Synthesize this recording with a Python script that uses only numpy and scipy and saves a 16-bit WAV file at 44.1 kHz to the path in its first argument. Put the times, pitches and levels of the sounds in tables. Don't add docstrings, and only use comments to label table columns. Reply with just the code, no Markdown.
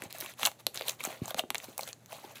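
import sys
import numpy as np
from scipy import signal
from scipy.fft import rfft, irfft
from scipy.io import wavfile
from scipy.ndimage import uniform_filter1d

SR = 44100
rng = np.random.default_rng(int(sys.argv[2]) if len(sys.argv) > 2 else 0)


def transcribe(signal):
    frames = np.atleast_2d(signal).T
    limited = np.clip(frames, -1, 1)
    pcm = np.round(limited * 32767).astype(np.int16)
    wavfile.write(sys.argv[1], SR, pcm)


N = 105840


def undb(db):
    return 10 ** (np.asarray(db) / 20)


def unit(x):
    return x / np.sqrt(np.mean(x ** 2) + 1e-18)


def burst(x, db):
    return x * undb(db) * np.sqrt(SR / 1000 / (np.sum(x ** 2) + 1e-18))


def add(out, start_s, x):
    i = int(np.clip(start_s * SR, 0, N - 1))
    out[i:i + len(x)] += x[:N - i]


def colour(x, points):
    hz, db = np.array(points).T
    size = 4096
    bin_hz = np.arange(size // 2 + 1) * SR / size
    gain = undb(np.interp(np.log(bin_hz + 1), np.log(hz), db))
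    cepstrum = irfft(np.log(gain))
    cepstrum[1:size // 2] *= 2
    cepstrum[size // 2 + 1:] = 0
    response = irfft(np.exp(rfft(cepstrum)))
    return signal.fftconvolve(x, response)[:len(x)]


def cavity(hz, swell_s, half_fall_oct):
    age = np.arange(int(6 * swell_s * SR) + 4) / (swell_s * SR)
    octaves = 2 * half_fall_oct * (np.exp(-age) - np.exp(-1))
    pitch = np.minimum(hz * 2 ** octaves, SR / 2)
    envelope = age ** 2 * np.exp(-2 * age)
    return envelope * np.sin(2 * np.pi * np.cumsum(pitch) / SR)


# (frequency [Hz], relative level [dB])
AIR_SPECTRUM = [(20, -31), (40, -33), (75, -15.5), (120, -3), (170, -6), (260, -7), (450, -10),
                (700, -11.5), (1200, -23.5), (3500, -28.5), (6000, -27), (16000, -34)]
def background(air_db=-61, hum_hz=116, hum_db=-73):
    air = unit(colour(rng.standard_normal(N), AIR_SPECTRUM))
    hum = unit(np.sin(2 * np.pi * hum_hz * np.arange(N) / SR))
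    return undb(air_db) * air + undb(hum_db) * hum


def cells(low_hz, high_hz, rate, cycles, spread_db):
    out = np.zeros(N)
    draws = rng.random((14000, 3))
    for when, pitch, chance in draws[:int(rate * N / SR)]:
        hz = low_hz * (high_hz / low_hz) ** pitch
        size_db = -spread_db * np.log(max(chance, .02))
        add(out, when * N / SR, burst(cavity(hz, cycles / hz, half_fall_oct=0.21), size_db))
    running_power = uniform_filter1d(out ** 2, size=1300)
    return out / np.sqrt(running_power + 1e-9)


# (peak time [s], rise [s], fall [s], squelch [dB], crackle [dB], fizz [dB])
SQUEEZES = [(.043, 0.043, 0.028, -42.5, -52.5, -55), (.108, 0.0072, 0.011, -55, -49.5, -53.5),
            (0.158, 0.02, 0.014, -53, -49.5, -49.5), (.226, 0.053, 0.058, -49, -47, -48),
            (0.293, 0.008, 0.026, -53, -48.5, -49.5), (.402, 0.017, .05, -44.5, -47.5, -45),
            (.436, 0.016, 0.032, -41.5, -37, -40), (0.46, 0.0041, 0.0061, -58, -32, -40),
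            (0.473, .007, 0.011, -29.5, -34, -39), (.602, 0.01, 0.011, -53, -54.5, -56),
            (0.753, 0.01, 0.066, -50.5, -46.5, -46.5), (0.814, 0.0054, 0.045, -51, -50, -56),
            (0.887, 0.026, 0.036, -41, -43, -41.5), (1.009, 0.013, 0.011, -45.5, -45.5, -49.5),
            (1.05, 0.018, 0.023, -37.5, -41, -39.5), (1.096, 0.017, 0.071, -43.5, -47, -50.5),
            (1.255, .03, 0.01, -44.5, -49, -52), (1.283, 0.0099, 0.024, -42, -51, -43),
            (1.304, 0.0098, 0.016, -37, -44.5, -59), (1.39, 0.015, 0.013, -31.5, -36.5, -37),
            (1.558, 0.012, 0.047, -69, -54.5, -56), (1.646, 0.036, 0.018, -46, -52.5, -50),
            (1.686, 0.017, 0.067, -57, -57.5, -56.5), (1.808, 0.025, 0.068, -50, -54, -48.5),
            (1.878, 0.014, .031, -53.5, -48.5, -49), (2.126, 0.03, 0.097, -49.5, -52.5, -53),
            (2.241, .015, 0.052, -48, -55.5, -58.5), (2.31, .025, 0.028, -48, -57, -56.5),
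            (2.359, 0.0071, 0.041, -58, -49.5, -51)]
# (lowest pitch [Hz], highest pitch [Hz], rate [1/s], swell [cycles], size spread [dB], trim [dB])
CELL_KINDS = [(598, 1134, 600, 1.42, 1.5, -4.5), (1056, 5070, 3000, 0.99, 4, 1),
              (4900, 17900, 4600, 1.12, 4, 0)]
# (frequency [Hz], gain [dB])
CELL_COLOUR = [(40, -25), (200, -16.5), (450, 3.5), (720, 1.5), (1150, -2.5), (1800, -4.5), (2500, -1),
               (3700, 0), (7000, -1.5), (13000, -0.5), (16000, 6.5)]
# (frequency [Hz], relative level [dB])
SMACK_SPECTRUM = [(30, -32), (90, -14), (160, -4.5), (270, -2.5), (400, -2), (600, 4), (1200, -26),
                  (5000, -79)]
def kneading(shape=1.53, cling_db=-75.5, smack_db=-11):
    t, tearing = np.arange(N) / SR, np.zeros(N)
    rows = np.array(SQUEEZES)
    efforts = []
    for peak, rise, fall in rows[:, :3]:
        from_peak = np.maximum((peak - t) / rise, (t - peak) / fall)
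        efforts.append(np.exp(-2 * from_peak ** shape))
    peak_powers = undb(rows.T[3:]) ** 2
    strengths = np.sqrt(peak_powers @ np.array(efforts) + undb(cling_db) ** 2)
    for strength, (*kind, trim_db) in zip(strengths, CELL_KINDS):
        tearing += cells(*kind) * strength * undb(trim_db)
    smack = unit(colour(rng.standard_normal(N), SMACK_SPECTRUM)) * strengths[1]
    return colour(tearing, CELL_COLOUR) + undb(smack_db) * smack


# (time [s], crack level [dB], ring pitch [Hz],
# ring level [dB], ring swell [cycles], gulp pitch [Hz], gulp level [dB])
POCKETS = [(0.0211, -40, 2100, -30, 0.44, 685, -35.5), (0.0376, -39.5, 2800.0, -43, 1.0, 434, -33),
           (0.1268, -36.5, 4230, -40.5, 0.75, 593, -47), (0.1846, -39, 5450.0, -57, 1.3, 910.0, -56),
           (0.204, -30.5, 6440, -46, 0.49, 1030, -67), (0.2096, -31.0, 6350, -39, 0.59, 784, -45),
           (0.2231, -47.0, 2160, -31, 0.6, 510, -42), (0.2463, -40, 5600.0, -40.0, 1.1, 776, -38),
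           (0.2615, -44, 3080, -33, 1.6, 1260, -42), (0.338, -51, 3080, -46, 1.5, 884, -58),
           (0.3958, -44, 3520.0, -37, 1.2, 740, -35.5), (0.4316, -31, 3470, -19, 1, 1130, -21.5),
           (0.4529, -28, 6500, -12, 0.62, 960, -41), (0.4554, -47, 3160, -18, 1.97, 1210.0, -35),
           (0.4571, -31, 4040, -14, 0.89, 1180, -29), (0.4615, -19, 4210.0, -36, 1.2, 950, -26.0),
           (0.4643, -26, 5250.0, -45, 0.62, 810.0, -45), (0.471, -24.5, 3120.0, -26, 0.92, 890, -27),
           (0.516, -50, 4020, -42, 0.5, 870, -40), (0.6673, -21.0, 4500, -17.5, 0.73, 690, -26),
           (0.745, -37, 7000, -33, 0.83, 1050, -57), (0.758, -37, 4430.0, -33, 0.65, 690, -42),
           (0.7748, -41, 4400, -26, 0.68, 970, -40.0), (0.7956, -58, 3970.0, -32, 0.83, 650.0, -66),
           (0.8102, -35.5, 2440, -29.5, 0.67, 670, -28), (0.8212, -56.0, 3900, -29.5, 0.8, 670, -37),
           (0.8829, -25.5, 3630, -21, 2, 620, -36), (0.893, -32.5, 6600, -25.5, 1.5, 1000, -53),
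           (0.8957, -26, 3600, -22, 0.79, 575, -51), (0.9085, -39, 4020.0, -35, 1.0, 780.0, -55.0),
           (1.0055, -52, 2520, -30.5, 2.6, 715, -38), (1.039, -29, 3560, -32, 3, 980.0, -36),
           (1.051, -32, 7100, -23.5, 1.6, 755, -44), (1.0716, -40.5, 3330, -39, 1.3, 466, -29.0),
           (1.2569, -41.5, 7300, -31, 4, 676, -43), (1.2802, -36, 3500, -41, 1.7, 840, -31),
           (1.3066, -33.5, 3550, -31, 3.5, 920, -41), (1.3448, -41.5, 3950, -29, 0.49, 690, -26.5),
           (1.3938, -28.5, 3330, -14, 1.4, 724, -28), (1.504, -29, 3270, -22.5, 0.64, 1060, -24.5),
           (1.5464, -33, 2850, -24, 0.68, 920, -28.5), (1.5506, -39, 2850, -33.5, 0.9, 810, -34),
           (1.555, -42, 3300, -22, 0.55, 950, -30.5), (1.5819, -33.5, 6800, -41, 1.0, 855, -45),
           (1.6012, -57.0, 2650, -36, 0.67, 800.0, -48), (1.643, -41, 7410.0, -36.5, 0.54, 810, -42),
           (1.7796, -28.0, 5940, -37, 0.54, 880, -37), (1.7928, -35, 2400, -34, 2.8, 770, -27.0),
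           (1.8096, -39, 4900, -29.5, 1.3, 600.0, -59), (1.833, -40.5, 5000, -31, 1.1, 644, -48),
           (1.8763, -40, 3470, -35, 0.77, 800, -37.5), (1.8894, -42, 5200, -36, 1.1, 726, -41.5),
           (1.9302, -68, 5900, -31, 0.7, 990, -50), (2.0602, -51, 6380, -44, 0.5, 1010, -73),
           (2.1226, -51, 2810.0, -38.5, 1.8, 630, -50), (2.1288, -39.5, 2740, -55, 3, 744, -33),
           (2.357, -46, 3700, -40.5, 1.7, 900, -62)]
def pops(crack_decay_s=0.00042, crack_hz=5570, gulp_cycles=0.89):
    out, t = np.zeros(N), np.arange(256) / SR
    crack_trim_db, ring_trim_db, gulp_trim_db = 4, -2.5, -0.5
    treble = signal.butter(2, crack_hz, "high", fs=SR, output="sos")
    for start, crack_db, ring_hz, ring_db, ring_cycles, gulp_hz, gulp_db in POCKETS:
        crack = signal.sosfilt(treble, rng.standard_normal(len(t)) * np.exp(-t / crack_decay_s))
        ring = cavity(ring_hz, ring_cycles / ring_hz, half_fall_oct=0.36)
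        gulp = cavity(gulp_hz, gulp_cycles / gulp_hz, half_fall_oct=0.64)
        add(out, start, burst(crack, crack_db + crack_trim_db))
        add(out, start, burst(ring, ring_db + ring_trim_db))
        add(out, start, burst(gulp, gulp_db + gulp_trim_db))
    return out


# (time [s], level [dB], pitch [Hz], swell [s], half of the pitch fall [octaves])
FOLDS = [(.022, -35.5, 330, 0.0028, 0.5), (0.038, -36, 366, 0.003, 0.66), (0.057, -37.5, 196, 0.0038, 1.2),
         (.1465, -31, 709, 0.0034, 0.19), (0.223, -33.5, 470, 0.0039, 0.9), (.467, -24, 856, 0.0061, 0.091),
         (0.67, -40.5, 326, 0.0033, 1.5), (1.071, -31, 330, 0.0028, 1.54),
         (1.2172, -22.5, 219, 0.0034, 1.4), (1.349, -38, 261, 0.0027, 0.91),
         (1.393, -19.5, 690, 0.0034, 0.13), (1.437, -32.5, 480, 0.0019, 2.03),
         (1.506, -40, 366, 0.0033, 1.07), (1.684, -38.5, 342, 0.0027, 1.2), (1.793, -33, 862, 0.0018, .5),
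         (1.828, -34.5, 600, 0.0027, .1), (2.126, -35, 710, 0.0055, 0.14),
         (2.238, -34.5, 837, 0.0047, 0.097), (2.245, -39, 390, 0.0029, 0.92)]
def gloops():
    out = np.zeros(N)
    for start, db, hz, swell_s, half_fall_oct in FOLDS:
        add(out, start, burst(cavity(hz, swell_s, half_fall_oct), db))
    return out


# (frequency [Hz], 60 dB decay time [s], gain [dB])
TUB_MODES = [(677, 0.023, -8.5), (846, 0.084, -8.5), (2790, 0.11, -4), (2940, 0.06, -18),
             (3644, 0.12, -10.5), (3980, 0.045, -9)]
def tub(x):
    out = np.zeros(N)
    for hz, t60, db in TUB_MODES:
        pole = np.exp((2j * np.pi * hz - np.log(1000) / t60) / SR)
        ringing = signal.lfilter([1], [1, -pole], x).imag
        out += undb(db) * 2 * (1 - abs(pole)) * ringing
    return out


def early_reflections(x, t60_s=0.018, gain_db=-7.5):
    out, t = np.zeros(N), np.arange(SR // 40) / SR
    hop = 1024
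    window = signal.windows.hann(2 * hop, sym=False)
    for i in range(0, N - 2 * hop, hop):
        scatter = rng.standard_normal(len(t)) * np.exp(-np.log(1000) * t / t60_s)
        scatter /= np.sqrt(np.sum(scatter ** 2))
        add(out, i / SR, signal.fftconvolve(x[i:i + 2 * hop] * window, scatter))
    return undb(gain_db) * out


# (frequency [Hz], gain [dB])
ROOM_COLOUR = [(50, -27), (120, 0), (200, -1), (400, 7), (1000, -6.5), (4000, -8.5), (9000, -5.5),
               (16000, -8)]
def room(x, t60_s=0.19, gap_s=0.0025, trim_db=-11):
    t = np.arange(SR // 2) / SR
    tail = rng.standard_normal(len(t)) * np.exp(-np.log(1000) * t / t60_s) * (t > gap_s)
    tail = colour(tail / np.sqrt(np.sum(tail ** 2)), ROOM_COLOUR)
    return undb(trim_db) * signal.fftconvolve(x, tail)[:N]


def scene():
    slime = pops() + gloops() + kneading()
    near = slime + tub(slime) + early_reflections(slime)
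    return (near + room(near) + background())[None]


# (frequency [Hz], gain [dB])
MIC_RESPONSE = [(100, 2.5), (400, -2.5), (800, -2.5), (2000, 2), (2800, 0), (3400, -1), (4150, 2),
                (4600, -2.5), (5400, -4.5), (6300, 1.5), (7800, 0), (9000, -2.5), (10000, 0), (11600, 0.5),
                (12600, -1.5), (15000, -2), (16500, -24)]
def record(dry, low_cut_hz=67, top_hz=16200):
    high_pass = signal.butter(2, low_cut_hz, "high", fs=SR, output="sos")
    low_pass = signal.ellip(8, .2, 70, top_hz, fs=SR, output="sos")
    heard = signal.sosfilt(high_pass, colour(dry[0], MIC_RESPONSE))
    return signal.sosfilt(low_pass, heard)[None]


dry = scene()
out = record(dry)
transcribe(out)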